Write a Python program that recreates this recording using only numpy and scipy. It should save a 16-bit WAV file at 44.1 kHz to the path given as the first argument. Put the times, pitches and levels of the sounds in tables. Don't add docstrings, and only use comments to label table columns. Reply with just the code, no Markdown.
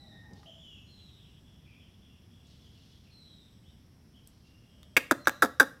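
import sys
import numpy as np
from scipy import signal
from scipy.fft import rfft, irfft
from scipy.io import wavfile

SR = 44100
rng = np.random.default_rng(int(sys.argv[2]) if len(sys.argv) > 2 else 0)


def bounce(signal):
    frames = np.transpose(np.atleast_2d(signal))
    limited = np.clip(frames, -1, 1)
    pcm = np.round(limited * 32767).astype(np.int16)
    wavfile.write(sys.argv[1], SR, pcm)


N = 255780
TIME = np.arange(N) / SR

# (time [s], level [dB])
RUMBLE_LEVEL = [(0.0, -56), (0.39, -55), (0.45, -57), (4.8, -58)]
# (frequency [Hz], density [dB per Hz])
RUMBLE_COLOUR = [(15, -64), (25, -10), (43, -10.5), (61, -0.5), (80, 1), (216, -5.5), (378, -17.5),
                 (550, -24), (627, -24), (689, -25), (1430, -33.5), (2200, -36), (2860, -45), (4840, -120)]
LEAF_COLOUR = [(500, -4), (1000, 9), (2200, 11), (4500, 5), (6500, 0.5), (8000, 1.5), (10000, 3),
               (12000, 4), (15000, -4.5)]
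INSECT_COLOUR = [(4000, -32), (4900, -4.5), (5450, 1), (5850, -3.5), (6400, -20)]
# (start [s], length [s], level [dB])
RUSTLES = [(0.335, 0.1, -68.5), (2.435, 0.49, -71.5), (4.234, 0.23, -79.5)]
# (frequency [Hz], density [dB per Hz])
RUSTLE_COLOUR = [(1500, -28), (3000, 1), (4200, 3), (5500, -1), (7200, -12.5), (9000, -18)]
# (start [s], length [s], starting level [dB])
TWITTER_SPELLS = [(0.4, 3.4, -67.5), (4.15, 1.7, -78)]
# (frequency [Hz], density [dB per Hz])
TWITTER_COLOUR = [(1800, -81), (2400, -4.5), (2900, 4.5), (3400, 11), (3750, -4), (4600, -52)]
# (start [s], length [s], pitch [Hz], level [dB])
TRILLS = [(.45, 0.39, 7200, -80.5), (0.677, 0.49, 6700, -82), (.88, 0.71, 7800, -85.5),
          (2.3, 0.33, 8000, -87), (3.13, 0.7, 8000, -83.5), (4.627, 0.64, 7950, -85)]
# (time [s], level [dB], centre [Hz], width [Hz], t60 [s])
BUMPS = [(.312, -47.5, 153, 117, 0.26), (.378, -54, 172, 100, 0.081)]
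# (time [s], level [dB], centre [Hz], width [Hz], t60 [s])
TICKS = [(.334, -60, 4900, 2600, 0.032), (.431, -52.5, 1000, 800, 0.025), (2.47, -63, 3900, 4880, 0.025),
         (4.2738, -44, 9250, 6000, 0.01), (4.831, -44.5, 1420, 3040, 0.0065),
         (5.2563, -39.5, 1460, 1320, 0.017)]
# (start [s], starting level [dB])
FALLING_CALLS = [(-.17, -56), (0.864, -59.5), (3.1, -58), (5.17, -59.5)]
# (start [s], length [s], start pitch [Hz], end pitch [Hz], level [dB], rasp [Hz], attack [share of length])
WHISTLES = [(-.02, 0.12, 1973, 1930, -73, 40, .07), (0.074, 0.22, 1873, 1815, -56.5, 49.7, 0.48),
            (0.458, 0.12, 3070, 3183, -55.5, 136, 0.01), (0.577, 0.22, 3437, 3204, -58.5, 77, 0.059),
            (0.618, 0.19, 3173, 2660, -56, 71, .1), (1.23, .12, 3150, 2750, -70, 170, .2),
            (1.503, 0.1, 3310, 2800, -75, 170, .2), (1.643, 0.19, 2498, 2483, -64, 140, 0.13),
            (1.796, .11, 3160, 2740, -66.5, 228, .1), (2.068, 0.12, 2880, 2720, -69.5, 130, .2),
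            (2.367, 0.1, 2900, 2730, -73, 130, 0.18), (2.639, 0.081, 3246, 3110, -67, 140, .1),
            (2.728, 0.15, 2914, 2850, -71.5, 121, .2), (3.045, 0.086, 2780, 2485, -69.5, 201, 0.18),
            (3.258, .1, 3350, 3300, -68, 110, .3), (3.631, 0.099, 3064, 3100, -72, 79.4, .1),
            (3.649, 0.074, 3360, 3780, -67.5, 121, .1), (4.132, 0.091, 3074, 3140, -64.5, 190, .15),
            (4.417, .07, 3130, 2960, -76, 100, .2), (4.44, 0.35, 2780, 2850, -73, 54.6, 0.023),
            (4.669, 0.4, 3255, 3240, -75, 40, 0.1), (4.701, 0.17, 3020, 3030, -72, 79.5, .2),
            (5.245, 0.021, 6020, 5750, -55, 200, 0.078)]
# (start [s], length [s], starting pitch [Hz], level [dB])
HOOTS = [(-.02, 0.2, 800, -67.5), (0.015, 0.14, 622, -70), (.22, 0.256, 840, -65), (0.456, 0.056, 651, -58),
         (4.697, 0.35, 618, -74)]
# (frequency [Hz], level [dB])
YARD_COLOUR = [(100, 4.5), (280, 3.5), (420, -0.5), (540, 7), (900, -1), (1200, 3), (1500, -7), (1900, 3),
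               (2250, -4), (2700, 2), (4000, 0.5), (8000, 0), (15000, -1.5)]
# (centre [Hz], nominal width [Hz], gain [dB])
NEAR_SURFACES = [(270, 44, 5.5), (526.4, 22, 6), (840, 36, -0.5), (843, 39, 4), (1649, 69, 7.5),
                 (1980, 440, -8.5), (2230, 220, 4), (2417, 44, -17), (2450, 76, 1), (2990, 93, -12.5),
                 (4224, 396, -21.5), (4750, 390, 8.5), (6000, 120, 5)]
# (frequency [Hz], density [dB per Hz])
CRACK_COLOUR = [(200, -32.5), (600, -13.5), (1200, 8.5), (1900, 14), (2400, -1), (3000, -11.5), (3650, 9.5),
                (4300, 6), (4800, -3), (7000, -4), (9000, -6.5), (13000, -4.5), (16000, -15)]
# (time [s], level [dB])
AFTER_SNAPS = [(5.1216, -21.5), (5.2824, -22.5), (5.2951, -22), (5.4491, -26), (5.459, -31), (5.6298, -25)]
# (time [s], first tick [dB], first pop [dB], second pop [dB], second pop's lag [s], hollow pitch [Hz],
#          hollow t60 [s], crack [dB], crack t60 [s], flutter [dB], starting flap rate [Hz],
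#          slowing time [s], flutter swell [s], send to the yard [dB])
SMACKS = [(4.9660, -18, -2.5, -1.5, 0.003227, 2344, 0.0046, -16.5, 0.062, -26, 947, 0.0065, 0.0054, -20),
          (5.1105, -25, -8, -19.5, .0113, 1533, 0.0084, -12.5, 0.03, -21, 460.5, 0.00978, 0.0052, -22.5),
          (5.2713, -26, -4.5, -15, .0066, 1514, 0.0053, -19, 0.053, -26.5, 519, 0.0086, 0.0041, -23),
          (5.4219, -21.5, -9, -8, .0035, 1478, 0.018, -17, 0.092, -22.5, 621.2, .0115, 0.01, -22),
          (5.5979, -26, -7.5, -6, .0056, 1526, 0.02, -13, 0.067, -24, 662, 0.013, 0.01, -21.5)]

RUSTLE_ATTACK_S, RUSTLE_RELEASE_SHARE = 0.033, 0.73
RUSTLE_REST_DB = -82.5
TWITTER_ATTACK_S, TWITTER_RELEASE_S, TWITTER_FADE_DB_PER_S = 0.3, 0.44, 3.5
FALL_HZ, FALL_HZ_PER_S, FALL_LENGTH_S = 4230, 1550, 0.4
FALL_FADE_DB_PER_S, FALL_RASP_HZ = 14.5, 95
PIP_START_S, PIP_GAP_S, PIP_LENGTH_S = 1.15, .29, 0.16
PIP_HZ, PIP_DB, PIP_RASP_HZ = 3387, -71.5, 63
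HOOT_SAG, HOOT_RASP_HZ = 0.029, 48
FALL_ATTACK, PIP_ATTACK, HOOT_ATTACK = 0.099, 0.043, .07
STEADY_AIR, PUFFED_AIR = 0.43, 0.59
RING_CARRIES = 0.091
ECHO_COLOURED = 0.79
POP_LAG_S = .0008
ECHO_GAP_S, ECHO_LOSS_DB, ECHO_LASTS = .006, 8.5, 5.2
CUTOFF_HZ = 15900


def from_db(db):
    return 10 ** (np.asarray(db) / 20)


def rms_one(x):
    return x / np.sqrt(np.mean(x ** 2) + 1e-20)


def noise(spectrum, size=N):
    hz, db = np.transpose(spectrum)
    f = np.maximum(np.fft.rfftfreq(size, 1 / SR), 1)
    skirts = np.minimum(1, f / hz[0]) ** 2 * np.minimum(1, hz[-1] / f) ** 2
    gain = from_db(np.interp(np.log(f), np.log(hz), db))
    white = rfft(rng.standard_normal(size))
    return rms_one(irfft(white * skirts * gain, size))


def drift(rate):
    f = np.fft.rfftfreq(N, 1 / SR)
    return rms_one(irfft(rfft(rng.standard_normal(N)) / (1 + (f / rate) ** 2), N))


def decay(start, t60):
    age = TIME - start
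    return (age >= 0) * from_db(-60 * np.clip(age / t60, 0, 4))


def swell(start, length, attack, release):
    rise = np.clip((TIME - start) / attack, 0, 1)
    fall = np.clip(1 - (TIME - start - length) / release, 0, 1)
    return rise * fall


def resonate(x, hz, width_hz):
    r = np.exp(-np.pi * width_hz / SR)
    zeros = np.array([1, 0, -1]) * (1 - r * r) / 2
    poles = [1, -2 * r * np.cos(2 * np.pi * hz / SR), r * r]
    return signal.lfilter(zeros, poles, x)


def colour(x, resonances):
    for hz, width, db in resonances:
        g = from_db(db)
        x = x + (g - 1) * resonate(x, hz, width / np.sqrt(g))
    return x


def bass_cut(x, edge_hz):
    return signal.sosfilt(signal.butter(2, edge_hz, "high", fs=SR, output="sos"), x)


def yard(x, t60, treble_t60, onset):
    wash = noise(YARD_COLOUR, size=SR)
    low = signal.sosfilt(signal.butter(1, 3000, fs=SR, output="sos"), wash)
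    treble = wash - low
    tail = low * decay(0, t60)[:SR] + treble * decay(0, treble_t60)[:SR]
    echo = tail * (1 - np.exp(-TIME[:SR] / onset))
    return signal.fftconvolve(x, echo / np.sqrt(np.sum(echo ** 2)))[:N]


def distant_rumble(trim_db):
    level_db = np.interp(TIME, *np.transpose(RUMBLE_LEVEL))
    return from_db(level_db + trim_db) * noise(RUMBLE_COLOUR)


def leaves(hiss_db):
    stirs = from_db(RUSTLE_REST_DB)
    for s, length, db in RUSTLES:
        stirs = stirs + from_db(db) * swell(s, length, RUSTLE_ATTACK_S, RUSTLE_RELEASE_SHARE * length)
    hiss = from_db(hiss_db) * noise(LEAF_COLOUR)
    return hiss + stirs * from_db(1.6 * drift(25)) * noise(RUSTLE_COLOUR)


def far_twitter():
    spells = 0
    for s, length, db in TWITTER_SPELLS:
        fading = from_db(db - TWITTER_FADE_DB_PER_S * (TIME - s))
        spells = spells + fading * swell(s, length, TWITTER_ATTACK_S, TWITTER_RELEASE_S)
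    return spells * from_db(2.8 * drift(19.0)) * noise(TWITTER_COLOUR)


def insects(level_db):
    return from_db(level_db + .5 * drift(12)) * noise(INSECT_COLOUR)


def trills(waver_hz):
    waver, out = waver_hz * drift(400), 0
    for s, length, hz, db in TRILLS:
        arch = np.sqrt(2 * np.clip(1 - (2 * (TIME - s) / length - 1) ** 2, 0, 1))
        out = out + from_db(db) * arch * np.sin(2 * np.pi * np.cumsum(hz + waver) / SR)
    return out


def knocks(rows):
    white, out = rng.standard_normal(N), 0
    for s, db, hz, width, t60 in rows:
        body = resonate(resonate(white, hz, width), hz, 2 * width)
        out = out + from_db(db) * decay(s, t60) * rms_one(body)
    return out


def bird_notes(pip_count):
    fall_end_hz = FALL_HZ - FALL_HZ_PER_S * FALL_LENGTH_S
    falls = [(s, FALL_LENGTH_S, FALL_HZ, fall_end_hz, db, FALL_RASP_HZ, FALL_ATTACK, FALL_FADE_DB_PER_S)
             for s, db in FALLING_CALLS]
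    pips = [(PIP_START_S + k * PIP_GAP_S, PIP_LENGTH_S, PIP_HZ, PIP_HZ, PIP_DB, PIP_RASP_HZ, PIP_ATTACK, 0)
            for k in range(pip_count)]
    whistles = [(*whistle, 0) for whistle in WHISTLES]
    hoots = [(s, length, hz, hz * (1 - HOOT_SAG), db, HOOT_RASP_HZ, HOOT_ATTACK, 0)
             for s, length, hz, db in HOOTS]
    return falls + pips + whistles + hoots


def birds(overtone_db, direct_db):
    out, rasp = np.zeros(N), drift(262)
    for s, length, start_hz, end_hz, db, rasp_hz, attack, fade_db in bird_notes(pip_count=7):
        on = (TIME >= s) & (TIME < s + length)
        u = (TIME[on] - s) / length
        pitch = start_hz + (end_hz - start_hz) * u + rasp_hz * rasp[on]
        phase = 2 * np.pi * np.cumsum(pitch) / SR
        shape = (1 - np.exp(-u / attack)) * np.sqrt(2 * (1 - u ** 2))
        voice = np.sin(phase) + from_db(overtone_db) * np.sin(2 * phase)
        out[on] += from_db(db - fade_db * u * length) * shape * voice
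    return from_db(direct_db) * out + from_db(-3.5) * yard(out, t60=0.52, treble_t60=0.82, onset=0.00066)


def pop_run(s, first_db, second_db, second_lag, hollow_t60, count, uneven_db):
    first = s + POP_LAG_S
    k = np.arange(count)
    times = first + second_lag + ECHO_GAP_S * (k + 1 + rng.uniform(-0.086, 0.09, count))
    fade_db = 60 * k * ECHO_GAP_S / (ECHO_LASTS * hollow_t60)
    levels = second_db - ECHO_LOSS_DB - fade_db + uneven_db * rng.standard_normal(count)
    return [(first, first_db), (first + second_lag, second_db), *zip(times, levels)]


def hollow_ring(pops, hz, t60, snap_db, snap_t60, rise, sag, scatter):
    hollow, snap = np.zeros(N), 0
    age = TIME[:SR // 40]
    for s, db in pops:
        first = round(s * SR)
        pitch = hz * np.exp(-sag * (s - pops[0][0]) + scatter * rng.standard_normal())
        envelope = (1 - np.exp(-age / rise)) * from_db(-60 * age / t60)
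        ring = envelope / envelope.max() * np.sin(2 * np.pi * pitch * age)
        hollow[first:first + len(age)] += from_db(db) * ring
        snap = snap + from_db(db + snap_db) * decay(s, snap_t60)
    return hollow, snap


def flutter(start, first_hz, slow_s, swell_s, last_hz, overtone_db, lag, grain, puff_s, steepness):
    age = np.clip(TIME - start - lag, 0, .2)
    rate = last_hz + (first_hz - last_hz) * np.exp(-age / slow_s)
    cycles = last_hz * age + (first_hz - rate) * slow_s
    phase = 2 * np.pi * cycles + grain * drift(300)
    u = age / swell_s
    envelope = (u * np.exp(1 - u)) ** steepness
    tone = envelope * sum(from_db(overtone_db * k) * np.cos((k + 1) * phase) for k in range(4))
    since_flap = (cycles % 1) / rate
    return tone, np.exp(-since_flap / puff_s)


def after_snaps(hiss, snap_t60, thump_db, thump_hz, thump_width_hz):
    cracks, clicks = 0, np.zeros(N) + 1e-18
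    for s, db in AFTER_SNAPS:
        cracks = cracks + from_db(db) * decay(s, snap_t60)
        clicks[round(s * SR)] = from_db(db + thump_db)
    thumps = resonate(clicks, thump_hz, thump_width_hz) * SR / (2 * np.pi * thump_width_hz)
    return hiss * cracks + thumps


def smacks():
    hiss = noise(CRACK_COLOUR)
    direct = after_snaps(hiss, snap_t60=0.0047, thump_db=3.0, thump_hz=416, thump_width_hz=440)
    sent = from_db(-17.0) * direct
    for (s, tick_db, first_db, second_db, second_lag, hz, t60, crack_db, crack_t60,
         flap_db, flap_hz, slow_s, swell_s, yard_db) in SMACKS:
        pops = pop_run(s, first_db, second_db, second_lag, t60, count=6, uneven_db=5.0)
        ring, snap = hollow_ring(pops, hz, t60, snap_db=-22.5, snap_t60=0.022,
                                 rise=0.00071, sag=3.4, scatter=0.034)
        tone, puffs = flutter(s, flap_hz, slow_s, swell_s, last_hz=204.2, overtone_db=-3.0,
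                              lag=0.00013, grain=0.55, puff_s=0.0012, steepness=1.11)
        tick = from_db(tick_db) * decay(s, t60=0.0024)
        air = from_db(crack_db) * decay(s + POP_LAG_S, crack_t60) * (STEADY_AIR + PUFFED_AIR * puffs)
        smack = ring + hiss * (tick + snap + air) + from_db(flap_db) * tone
        direct = direct + smack
        sent = sent + from_db(yard_db) * (smack + RING_CARRIES * ring)
    echo = yard(sent, t60=0.38, treble_t60=0.35, onset=0.0092)
    near = colour(direct + ECHO_COLOURED * echo, NEAR_SURFACES)
    heard = near + (1 - ECHO_COLOURED) * echo
    return bass_cut(heard, edge_hz=152)


def scene():
    background = distant_rumble(trim_db=0.15) + leaves(hiss_db=-75) + far_twitter()
    background = background + insects(level_db=-77) + trills(waver_hz=159.5)
    bumps = knocks(BUMPS)
    ticks = knocks(TICKS)
    tick_echo = from_db(-8.5) * yard(ticks, t60=0.25, treble_t60=0.16, onset=0.0027)
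    calls = birds(overtone_db=-24.0, direct_db=-1.0)
    return (background + bumps + ticks + tick_echo + calls + smacks())[None]


def record(dry):
    return signal.sosfilt(signal.ellip(10, .1, 70, CUTOFF_HZ, fs=SR, output="sos"), dry)


dry = scene()
out = record(dry)
bounce(out)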